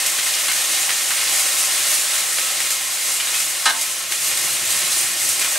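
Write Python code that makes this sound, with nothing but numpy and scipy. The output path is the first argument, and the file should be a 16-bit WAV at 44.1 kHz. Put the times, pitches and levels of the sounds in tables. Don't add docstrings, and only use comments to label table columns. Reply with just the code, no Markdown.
import sys
import numpy as np
from scipy import signal
from scipy.fft import rfft, irfft, next_fast_len
from scipy.io import wavfile
from scipy.ndimage import uniform_filter1d, map_coordinates

SR = 44100
rng = np.random.default_rng(int(sys.argv[2]) if len(sys.argv) > 2 else 0)


def to_wav(s):
    ch = np.atleast_2d(s).T
    pcm = np.round(np.clip(ch, -1, 1) * 32767)
    wavfile.write(sys.argv[1], SR, pcm.astype(np.int16))


def level_to_linear(level):
    exponent = np.asarray(level, float) / 20
    return 10 ** exponent


N = 246095

# (frequency [Hz], spectral density [dB per Hz])
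RUMBLE_SPECTRUM = [(15, -30), (30, -22), (55, -7), (70, -15), (85, 0), (200, -1), (250, -7), (290, -2.5),
                   (320, -1.5), (362, 5), (420, -8), (600, -22)]
# (time [s], rumble rise [dB])
COOK_MOVES = [
    (4.1, 1),
    (4.3, 4),
    (4.62, 9.5),
    (4.95, 4),
    (5.3, 6.5),
    (5.58, -2),
]
# (frequency [Hz], side minus mid [dB])
STEREO_WIDTH = [(30, -17), (60, -27), (200, -12.5), (700, -15), (1200, -11.5), (2300, -16), (3300, -10.5),
                (6400, -10.5), (8000, -9.5), (9500, -3), (11300, -9.5), (11700, -20), (12000, -30)]
# (frequency [Hz], t60 [s])
ROOM_DECAY = [(200, 0.8), (2000, 0.27), (10000, 0.087)]
# (time [s], level [dB], frequency [Hz])
TAPS = [(.195, -32, 2670), (.490, -27, 2140), (.895, -27, 1800), (1.108, -30, 2160), (3.199, -26, 2380),
        (3.199, -26, 2980), (3.342, -25, 2564), (4.119, -28, 6100), (4.920, -23.5, 4050),
        (5.210, -27, 2100), (5.410, -25, 2420), (5.443, -27, 2380), (5.512, -26, 1870), (5.555, -28, 1600),
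        (5.555, -33.5, 605)]
# (time [s], level [dB])
CLANK_CONTACTS = [
    (3.655, -16),
    (3.664, -34),
    (3.675, -40),
    (3.697, -23.5),
]
# (frequency [Hz], level [dB], t60 [s])
STEEL_MODES = [(265, -26, .6), (365, -22, .3), (520, -22, .8), (585, -21, .8), (690, -11, .18),
               (800, -8, .4), (900, -4, .22), (975, -10, .5), (1055, -12, .8), (1130, -12, .15),
               (1272, -.5, .5), (1530, -2, .28), (1618, -1, .35), (1750, -12, .2), (1820, -5, .6),
               (2135, -10, .8), (2540, -11, .2), (2650, -11, .15), (2864, -3, .3), (3000, -9, .2),
               (3300, -3, .08), (3595, -9, .3), (3989, -2.5, .4), (4410, -9, .2), (4470, -10, .25),
               (4800, -14, .25), (5270, -10, .2), (5800, -9, .12), (6130, -10, .1), (7300, -9, .1)]
# (frequency [Hz], spectral density [dB per Hz])
RATTLE_SPECTRUM = [(300, -34), (600, -5), (1000, 3), (1800, 3), (2400, 1), (3000, -6), (5000, -28),
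                   (9000, -30)]
# (frequency [Hz], spectral density [dB per Hz])
CRACK_SPECTRUM = [(1500, -33), (3000, 0.5), (6000, -4), (8000, -2), (9500, -2), (11000, -10), (13000, -40)]
# (time of the top [s], swell [dB], length [s])
STROKES = [(0.267, 1, 0.13), (0.597, 0.5, 0.18), (0.754, 1.5, 0.11), (1.06, 0.5, 0.12), (1.39, 2.5, 0.21),
           (1.603, 2, 0.13), (1.94, 4, 0.14), (2.16, 2.5, 0.13), (2.387, 1.5, 0.16), (2.71, 2, .14),
           (3.104, 3, .16), (3.384, 3, 0.25), (3.85, 1.5, 0.13), (4.267, 4, 0.11), (4.493, 2.5, 0.12),
           (4.776, 2, .14), (4.984, 3.5, 0.16), (5.225, 3.5, .06), (5.303, 3.5, 0.1), (5.43, 0.5, 0.072)]
# (time [s], peak level [dB], centre frequency [Hz], fizz surge [dB])
SPITS = [(0.061, -8, 4330, 4), (0.187, -4, 2700, -18), (0.338, -3, 3970, -19), (0.482, -3.5, 2150, -18),
         (0.515, -9, 2010, -4), (0.715, -12, 2440, 2), (0.816, -9, 2430, -12), (0.892, -1.5, 2400, -28),
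         (1.104, -4.5, 2130, -5), (1.169, -5.5, 2960, -18), (1.273, -6, 3780, -20), (2.151, -9, 2510, -20),
         (2.381, -6, 2300, -14), (2.601, -7, 2430, -4), (2.704, -7.5, 2900, 2.5), (3.199, -8, 2430, -27),
         (3.269, -8, 2420, -15), (3.342, -7, 2530, -5), (3.398, -8, 2830, -4), (3.811, -8, 4810, 0.5),
         (4.12, -8, 2920, -4), (4.372, -5, 4870, -4.5), (4.704, -16, 4100, 11), (4.919, -6, 4050, -12),
         (5.289, -22, 3570, 15), (5.393, -8.5, 3570, 1.5), (5.413, -5.5, 2410, -6), (5.445, -5, 2370, -6),
         (5.512, -14, 1870, 4), (5.553, -11, 1590, -10)]
# (time [s], fizz level [dB])
BOILING = [(0, -23.5), (.5, -23), (1.2, -23), (1.8, -22.5), (2.26, -24.5), (2.5, -24), (2.9, -26),
           (3.05, -25.5), (3.57, -26), (3.92, -27), (4.1, -28.5), (4.13, -25), (4.65, -24), (4.9, -23.5),
           (5.15, -24.5), (5.58, -23.5)]
# (frequency [Hz], spectral density [dB per Hz])
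FIZZ_SPECTRUM = [(2500, -30), (4500, -9.5), (6500, -2), (8800, -0.5), (10100, -3), (10500, -7), (11700, -5),
                 (12600, -9.5), (13400, -10.5), (13900, -17), (14500, -23), (15600, -12.5)]
# (frequency [Hz], spectral density [dB per Hz])
SPUTTER_SPECTRUM = [(180, -49), (300, -15), (430, -20), (520, -11), (950, -11), (1400, -6), (1680, -6),
                    (1780, -2.5), (3500, -2), (5000, -4.5), (8000, -12.5), (12000, -36)]
# (frequency [Hz], bandwidth [Hz], level over the broad sputter [dB])
PAN_RESONANCES = [(360, 14, 3), (513, 26, 2.5), (611, 48, 3.5), (780, 28, 7), (860, 32, -3), (1076, 31, 8),
                  (1294, 21, 6.5), (1590, 30, -4), (1838, 13.5, 5), (2120, 56, 3), (2452, 15, 3.5),
                  (2510, 26, 1.5), (2860, 13, 8), (4050, 25, 6)]


def unit(x):
    return x / np.sqrt(np.mean(x ** 2) + 1e-20)


def along(points, hz):
    f, v = np.transpose(points)
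    return np.interp(np.log(hz + 1), np.log(f + 1), v)


def over_time(rows):
    s, value = np.transpose(rows)
    return np.interp(np.arange(N) / SR, s, value)


def wobble(rate):
    return map_coordinates(rng.standard_normal(4000), [np.arange(N) * rate / SR], mode="wrap")


def filtered(x, response):
    m = next_fast_len(N + SR // 2)
    return irfft(rfft(x, m) * response(np.fft.rfftfreq(m, 1 / SR)), m)[..., :N]


def shaped(x, spectrum):
    return filtered(x, lambda hz: level_to_linear(along(spectrum, hz)))


def stereo(pair):
    side = shaped(pair[1], STEREO_WIDTH)
    return np.array([pair[0] + side, pair[0] - side])


def patchy(depth_db):
    z = signal.stft(rng.standard_normal((2, N)), nperseg=512)[2]
    field = uniform_filter1d(rng.standard_normal(z.shape[1:]), size=3, axis=0)
    field = uniform_filter1d(field, size=7, axis=1)
    return signal.istft(z * level_to_linear(depth_db * unit(field)), nperseg=512)[1][:, :N]


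def rumble():
    noise = shaped(patchy(1.2), RUMBLE_SPECTRUM)
    level_db = -53 + over_time(COOK_MOVES) + 0.5 * wobble(3.87)
    return stereo(level_to_linear(level_db) * noise / noise[0].std())


def room_echo(x):
    hz, t, z = signal.stft(rng.standard_normal((2, SR // 2)), SR, nperseg=256)
    decay = level_to_linear(-60 * t / along(ROOM_DECAY, hz)[:, None])
    tail = signal.istft(z * decay, SR, nperseg=256)[1]
    tail = np.array([tail[0] + 0.29 * tail[1], tail[0] - 0.65 * tail[1]])
    delayed = np.pad(x, (200, 0))[None]
    return signal.fftconvolve(delayed, tail / np.linalg.norm(tail[0]), axes=1)[:, :N]


def taps():
    out, t = np.zeros(N + SR), np.arange(SR // 4) / SR
    t60_s, rise_s = 0.22, 0.00087
    for s, db, hz in TAPS:
        drift = 0.015 * np.cumsum(rng.standard_normal(len(t)))
        envelope = level_to_linear(db - 60 * t / t60_s) * (1 - np.exp(-t / rise_s))
        out[round(s * SR):][:len(t)] += envelope * np.sin(2 * np.pi * hz * t + drift)
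    return out[:N]


def clank():
    out, t = np.zeros(N + SR), np.arange(SR // 2) / SR
    rattle = unit(shaped(rng.standard_normal(N), RATTLE_SPECTRUM))[:len(t)]
    crack = unit(shaped(rng.standard_normal(N), CRACK_SPECTRUM))[:len(t)]
    rattle_t60_s, crack_t60_s, rise_s = 0.35, 0.2, 0.002
    for s, db in CLANK_CONTACTS:
        ring = np.zeros(len(t))
        for hz, level, t60 in STEEL_MODES:
            level = level + rng.normal(0, 0.73)
            ring += level_to_linear(level - 60 * t / t60) * np.sin(2 * np.pi * hz * t)
        body = ring + 0.45 * level_to_linear(-60 * t / rattle_t60_s) * rattle
        body *= 1 - np.exp(-t / rise_s)
        out[round(s * SR):][:len(t)] += level_to_linear(db) * (body + 1.1 * level_to_linear(-60 * t / crack_t60_s) * crack)
    mute_s, mute_db, mute_length_s = 3.712, -12, 0.0072
    muted = np.clip((np.arange(N) / SR - mute_s) / mute_length_s, 0, 1)
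    return out[:N] * level_to_linear(mute_db * muted)


def stirring():
    t = np.arange(N) / SR
    return sum(db * np.exp(-(2 * (t - s) / length) ** 2) for s, db, length in STROKES)


def spits():
    puffs, surge, t = np.zeros((2, N + SR)), np.zeros(N + SR), np.arange(SR // 4) / SR
    t60_s, octaves, rise_s = 0.18, 1.66, 0.00078
    snap_gain, snap_s, crackle_db = 0.64, 0.0034, 3
    for s, db, hz, fizz_db in SPITS:
        shape = level_to_linear(db - 60 * t / t60_s) * (1 - np.exp(-t / rise_s))
        shape *= 1 + snap_gain * np.exp(-t / snap_s)
        grain = unit(uniform_filter1d(rng.standard_normal(len(t)), size=90))
        crackle = unit(level_to_linear(crackle_db * grain))
        edges = np.clip(hz * 2 ** (np.array([-.5, .5]) * octaves), 200, 9000)
        band = signal.butter(2, edges, "band", fs=SR, output="sos")
        noise = signal.sosfilt(band, rng.standard_normal((2, len(t))))
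        at = slice(round(s * SR), round(s * SR) + len(t))
        puffs[:, at] += shape * crackle * level_to_linear(-14.5) * unit(noise)
        surge[at] += (shape * level_to_linear(fizz_db - 12.5)) ** 2
    tone = [(500, 0.5), (1300, -3.0), (6000, -3.5), (11000, -18)]  # (frequency [Hz], gain [dB])
    return shaped(puffs[:, :N], tone), surge[:N]


def bursts(count, spread_db, life_s):
    when, size = rng.random((2, count))
    length = N + SR // 10
    energy = level_to_linear(-spread_db * np.log(1 - size)) ** 2
    kicks = np.bincount((when * length).astype(int), energy, length)
    power = signal.lfilter([1], [1, -np.exp(-1 / (life_s * SR))], kicks)[-N:]
    return np.sqrt(power / power.mean())


def bubbles(count, mid_hz, cycles, spread_db):
    when, size, tone = rng.random(count), rng.exponential(size=count), rng.standard_normal(count)
    hz = np.clip(mid_hz * np.exp(.45 * tone), 1700, 13000)[:, None]
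    step = np.arange(600)
    turns = hz * step / SR
    peak = level_to_linear(spread_db * np.minimum(size, 3.5))[:, None] * hz / mid_hz
    grain = peak * np.exp(-turns / cycles) * np.sin(2 * np.pi * turns) * np.minimum(turns, 1)
    at = (when * N).astype(int)[:, None] + step
    return unit(np.bincount(at.ravel(), grain.ravel(), N + SR)[:N])


def through_pan(hz):
    power = 1 + sum(level_to_linear(db) ** 2 / (1 + (2 * (hz - centre) / width) ** 2) for centre, width, db in PAN_RESONANCES)
    return level_to_linear(along(SPUTTER_SPECTRUM, hz)) * np.sqrt(power)


def frying():
    heat_db, swell_db = over_time(BOILING), stirring()
    fizz_db = heat_db + swell_db
    sputter_db = heat_db + 0.29 * swell_db - 1.5 - 0.07 * np.arange(N) / SR
    puffs, surge = spits()
    boil_db = 0.33 * wobble(15)
    fizz = shaped(patchy(1.0) * bursts(count=26000, spread_db=1.5, life_s=0.0083), FIZZ_SPECTRUM)
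    sputter = filtered(patchy(0.96) * bursts(count=16000, spread_db=2.0, life_s=0.017), through_pan)
    fizz_gain = np.sqrt(level_to_linear(fizz_db + boil_db + 0.98) ** 2 + surge)
    fizz = fizz_gain * fizz / fizz[0].std()
    sputter = level_to_linear(sputter_db + boil_db - 0.05) * sputter / sputter[0].std()
    pops = level_to_linear(fizz_db - 10.5) * bubbles(count=5000, mid_hz=5498, cycles=15, spread_db=-0.5)
    return stereo(fizz + sputter + puffs) + pops


def scene():
    steel = clank() + taps()
    return frying() + rumble() + steel + level_to_linear(-11) * room_echo(steel)


def band_limit(x):
    return signal.sosfilt(signal.butter(12, 16270, fs=SR, output="sos"), x)


def record(dry):
    mix = filtered(dry, lambda hz: hz < 15730)
    return band_limit(mix)


dry = scene()
out = record(dry)
to_wav(out)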